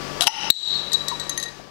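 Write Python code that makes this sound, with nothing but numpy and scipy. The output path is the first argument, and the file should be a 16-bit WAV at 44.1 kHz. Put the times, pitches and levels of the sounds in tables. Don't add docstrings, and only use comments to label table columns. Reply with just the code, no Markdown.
import sys
import numpy as np
from scipy import signal
from scipy.fft import rfft, irfft
from scipy.io import wavfile
from scipy.ndimage import uniform_filter1d

SR = 44100
rng = np.random.default_rng(int(sys.argv[2]) if len(sys.argv) > 2 else 0)


def store_pcm(level_fs):
    pcm = np.round(np.clip(level_fs, -1, 1) * 32767).astype(np.int16)
    wavfile.write(sys.argv[1], SR, np.atleast_2d(pcm).T)


N = 74970
TIME = np.arange(N) / SR
FREQS = np.fft.rfftfreq(N, 1 / SR)


def amp(db):
    return 10 ** (np.asarray(db) / 20)


def unit(x):
    return x / np.sqrt(np.mean(x ** 2) + 1e-20)


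def look_up(points, hz):
    f, value = np.transpose(points)
    return np.interp(np.log(hz + 1), np.log(f + 1), value)


def noise(colour, peaks=()):
    db = look_up(colour, FREQS)
    db += sum(boost / (1 + (2 * (FREQS - hz) / width) ** 2) for hz, width, boost in peaks)
    return unit(irfft(rfft(rng.standard_normal(N)) * amp(db), N))


def wobble(hz):
    return unit(irfft(rfft(rng.standard_normal(N)) * np.exp(-FREQS / hz), N))


def decay(t, ring_s):
    return np.exp(-np.log(1000) * t / ring_s)


def ring(tones, stretch=1, rise_s=0.00018):
    t = TIME[:SR // 3]
    waves = sum((-1) ** k * amp(db) * decay(t, ring_s * stretch) * np.sin(2 * np.pi * hz * t)
                for k, (hz, db, ring_s) in enumerate(tones))
    return (1 - np.exp(-t / rise_s)) * waves


def tick(colour, ring_s, peaks=()):
    t = TIME[:SR // 3]
    return noise(colour, peaks)[:len(t)] * decay(t, ring_s)


def place(start, sound, room_db):
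    track = np.pad(sound, (round(start * SR), N))[:N]
    return np.array([track, amp(room_db) * track])


# (frequency [Hz], relative level [dB])
HISS_COLOUR = [(30, 16), (250, 3.5), (1000, 2), (4000, -1), (15500, -1)]
def hiss():
    return amp(-53) * noise(HISS_COLOUR)


# (frequency [Hz], relative level [dB])
AIR_COLOUR = [(25, -12), (48, -10), (72, -6.5), (150, -8), (350, 1.5), (700, -4), (1300, -5.5), (1900, -10),
              (3000, -9.5), (4000, -13.5), (4900, -10), (6500, -17), (9000, -26.5), (15500, -35.5)]
# (frequency [Hz], level [dB])
MOTOR_TONES = [(48.4, -46), (96, -52), (145, -39.5), (193, -42.5), (287, -45), (576, -44), (963, -45),
               (1152.4, -38), (1728.5, -43)]
def ventilation(waver=0.18):
    hum = np.zeros(N)
    for hz, db in MOTOR_TONES:
        gain = amp(db) * np.sqrt(2) * (1 + waver * wobble(hz=8))
        phase = 2 * np.pi * (hz * TIME + rng.random()) + waver * wobble(hz=8)
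        hum += gain * np.sin(phase)
    return amp(-29) * noise(AIR_COLOUR) + hum


# (frequency [Hz], ring time [s])
ROOM_RING = [(200, 1), (900, 0.79), (2900, 0.83), (4000, 0.78), (5600, 0.72), (7700, 0.54), (14000, 0.37)]
# (frequency [Hz], gain [dB])
ROOM_COLOUR = [(200, 4.5), (6000, -1.5), (7700, -2.5), (10000, -6.5), (15500, -3.5)]
def room_echo(sound, build_s=0.0028):
    hz, t, bands = signal.stft(rng.standard_normal(SR), SR, nperseg=256)
    bands *= decay(t, look_up(ROOM_RING, hz)[:, None])
    tail = signal.istft(bands, SR, nperseg=256)[1][:SR]
    tail *= 1 - np.exp(-(TIME[:SR] / build_s) ** 2)
    colour = amp(look_up(ROOM_COLOUR, np.fft.rfftfreq(SR, 1 / SR)))
    tail = irfft(rfft(tail / np.linalg.norm(tail)) * colour, SR)
    return signal.fftconvolve(sound, tail)[:N]


# (time [s], level [dB])
SLOSHES = [(1.591, -23.5), (1.668, -24.5)]
# (frequency [Hz], relative level [dB])
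SLOSH_COLOUR = [(100, -10), (350, 2), (850, -0.5), (1400, -16), (5000, -35), (15000, -65)]
def drink(swell_s=0.006):
    swell = TIME / swell_s * np.exp(1 - TIME / swell_s)
    return sum(place(start, amp(db) * noise(SLOSH_COLOUR) * swell, room_db=-16.5)
               for start, db in SLOSHES)


# (time [s], frequency [Hz], level [dB], ring time [s])
NECK_POPS = [(.2092, 710, -11.5, 0.14), (0.232, 1405, -5.5, 0.036), (.2660, 770, -8.5, 0.044),
             (.2700, 831, 1, 0.069), (.2765, 845.7, 14, 0.078), (.2800, 896, 4, 0.13),
             (1.1146, 1044, -9.5, 0.036), (1.1220, 962, -12.5, 0.1)]
def neck():
    return sum(place(start, ring([tone], rise_s=0.0012), room_db=-16.5) for start, *tone in NECK_POPS)


# (time [s], level [dB])
GAS_FLOW = [(.208, -41), (.210, -15), (.218, -17), (.221, -5), (.233, -11), (.243, -8.5), (.247, -28),
            (.262, -39), (.269, -11), (.275, -7.5), (.283, 2)]
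# (frequency [Hz], relative level [dB])
GAS_COLOUR = [(300, -49), (750, -5), (1400, -2.5), (2000, -19), (3000, 1.5), (4000, -1), (5500, -5),
              (7800, -10), (8600, -18), (11000, -6), (12600, -17), (15500, -26)]
# (frequency [Hz], width [Hz], boost [dB])
GAP_WHISTLES = [(766, 33, 22), (3020, 220, -1.5), (3920, 150, 9), (8140, 260, 12), (9400, 540, 7.5),
                (11400, 700, 1.5)]
def gas():
    flow_db = np.interp(TIME, *np.transpose(GAS_FLOW), left=-120, right=-120)
    sputter_db = 2.5 * np.minimum(wobble(hz=1695), 1)
    return place(0, noise(GAS_COLOUR, GAP_WHISTLES) * amp(flow_db + sputter_db), room_db=-12.5)


# (time [s], ring gain [dB], crack level [dB], ring time stretch [x])
CLINKS = [(.2086, 5.5, -0.5, 0.1), (.2702, 3.5, 4, 0.65), (0.2756, 18, 9.5, 1)]
# (frequency [Hz], relative level [dB], base ring time [s])
CLINK_TONES = [(1419, -16.5, 0.041), (2023, -12, 0.016), (2760, -0.5, 0.011), (2825, -3, 0.025),
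               (3023, -5.5, 0.036), (3570, -24, 0.027), (4900, -14, 0.0067), (5259, -10.5, 0.058),
               (5880, -12, 0.087), (5997, -12.5, 0.042)]
# (frequency [Hz], relative level [dB])
CRACK_COLOUR = [(300, -7), (1200, -29), (2000, -3.5), (3000, 12.5), (4800, 7.5), (7000, -4.5), (8600, 0),
                (9600, -2.5), (12000, -25), (15500, -38)]
# (frequency [Hz], width [Hz], boost [dB])
CRACK_PEAKS = [(2950, 700, 9), (9500, 750, 7)]
def opener():
    out = np.zeros((2, N))
    tones = CLINK_TONES + [(hz, -24, 0.04) for hz in (10050, 13400)]
    for start, ring_db, crack_db, stretch in CLINKS:
        crack = amp(crack_db) * tick(CRACK_COLOUR, ring_s=0.019, peaks=CRACK_PEAKS)
        out += place(start, amp(ring_db) * ring(tones, stretch) + crack, room_db=-9)
    return out


# (time [s], main gain [dB], low gain [dB], high gain [dB], tick level [dB], ring time stretch [x],
# room gain [dB])
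CAP_SOUNDS = [(.2087, -6, -24, -17, -15, 0.54, -10), (.2200, 1.5, -30, -11, -24, 0.36, -27),
              (0.2703, -2, -7, -8.5, -1, 0.5, -5), (.5023, 28, -22, -22, 9.5, 0.77, -9),
              (.5060, 28, -15, -28, 14, 0.68, -12.5), (0.683, -23, -49, -31, -18.5, 0.76, -12.5),
              (0.919, -5.5, -26, -40, -30.5, 0.41, -3), (.9320, -5.5, -30, -19, -6.5, 0.47, -10.5),
              (.9357, -5.5, -45.5, -30, -9, 1, -12), (.9385, -11, -56, -47, -33, 2.43, -5),
              (0.9449, -17, -50, -40, -19, 1.23, -15), (1.0836, -5, -23.5, -28.5, -8, 0.34, -9),
              (1.0890, -20.5, -40, -34, -28, 0.74, 4.5), (1.0968, -11.5, -32, -31, -49, 0.99, -15),
              (1.1977, -9, -26, -25, -15.5, 0.49, -1.5), (1.2947, -15.5, -23, -7.5, -8, 0.54, -9.5),
              (1.299, -21, -46, -31, -19, 0.27, -11), (1.31, -20, -38, -37, -66, 1.3, 1),
              (1.3762, -15, -14, -6.5, -8.5, 0.64, -9.5), (1.3998, -17.5, -45, -20.5, -14, 0.62, 0),
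              (1.4270, -5, -20.5, -11, -19, 0.47, -17), (1.4372, -43, -36, -17, -14, 0.55, -23),
              (1.4580, -16.5, -18.5, -27, -42, 0.81, -33), (1.483, -14.5, -42, -28, -46, 0.61, -18)]
# (frequency [Hz], relative level [dB], base ring time [s])
CAP_MAIN = [(3798, -7, .05), (3877, -1.5, 0.071), (3920, 1.5, 0.075), (4057, -21.5, 0.069),
            (4292, -16.5, 0.14)]
CAP_LOW = [(1877, 0, 0.21)]
CAP_HIGH = [(6310, 1.5, 0.027), (6410, 0, 0.092), (10810, -6, 0.057), (15050, -23, 0.054)]
CAP_OCTAVE = [(7665, -13.5, 0.07)]
# (frequency [Hz], relative level [dB])
TICK_COLOUR = [(300, -45), (2500, -28), (3800, 5.5), (5200, 1.5), (7400, 2), (8800, -10), (11000, 1),
               (15500, -34)]
# (frequency [Hz], level [dB], ring time [s])
THUD = [(70, -7, 0.033)]
def cap():
    out = place(0.5023, ring(THUD), room_db=-22)
    overtones = ring(CAP_OCTAVE + [(hz, -28, 0.04) for hz in (13020, 14560)])
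    for start, main_db, low_db, high_db, tick_db, stretch, room_db in CAP_SOUNDS:
        sound = amp(main_db) * ring(CAP_MAIN, stretch)
        sound += amp(low_db) * ring(CAP_LOW, stretch)
        sound += amp(high_db) * ring(CAP_HIGH, stretch)
        sound += amp(tick_db) * tick(TICK_COLOUR, ring_s=0.016)
        sound += amp(min(main_db, tick_db + 20)) * overtones
        out += place(start, sound, room_db)
    return out


def scene():
    direct, to_room = cap() + opener() + gas() + neck() + drink()
    return np.array([direct + room_echo(to_room) + ventilation(), hiss()])


def hold(db, fall_db_per_s):
    ramp = fall_db_per_s * TIME
    return np.maximum.accumulate(db + ramp) - ramp


def limiter(sound, threshold_db=-3.5, attack_s=0.0013):
    peak_db = 20 * np.log10(abs(sound).max(0) + 1e-9)
    cut_db = 1.121 * np.maximum(peak_db - threshold_db, 0)
    lingering_db = 0.12 * hold(cut_db, -0.7)
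    duck_db = np.maximum(hold(cut_db, 142.5), lingering_db)
    lag = np.exp(-1 / (attack_s * SR))
    smooth_db = signal.lfilter([(1 - lag) ** 2], [1, -2 * lag, lag * lag], duck_db)
    return sound * amp(-smooth_db)


# (time [s], gain [dB])
FADE = [(1.28, -1), (1.45, -4.5), (1.6, -6.5), (1.7, -11)]
def record(dry):
    limited = limiter(dry)
    skew = 0.04 * uniform_filter1d(np.maximum(abs(limited) - 1, 0), size=40, axis=1)
    clipped = np.clip(limited + skew, -1, 1)
    fade = amp(np.interp(TIME, *np.transpose(FADE)))
    low_pass = signal.firwin(401, 15800, window=("kaiser", 8), fs=SR)
    return signal.oaconvolve(clipped * fade, low_pass[None], "same")


dry = scene()
out = record(dry)
store_pcm(out)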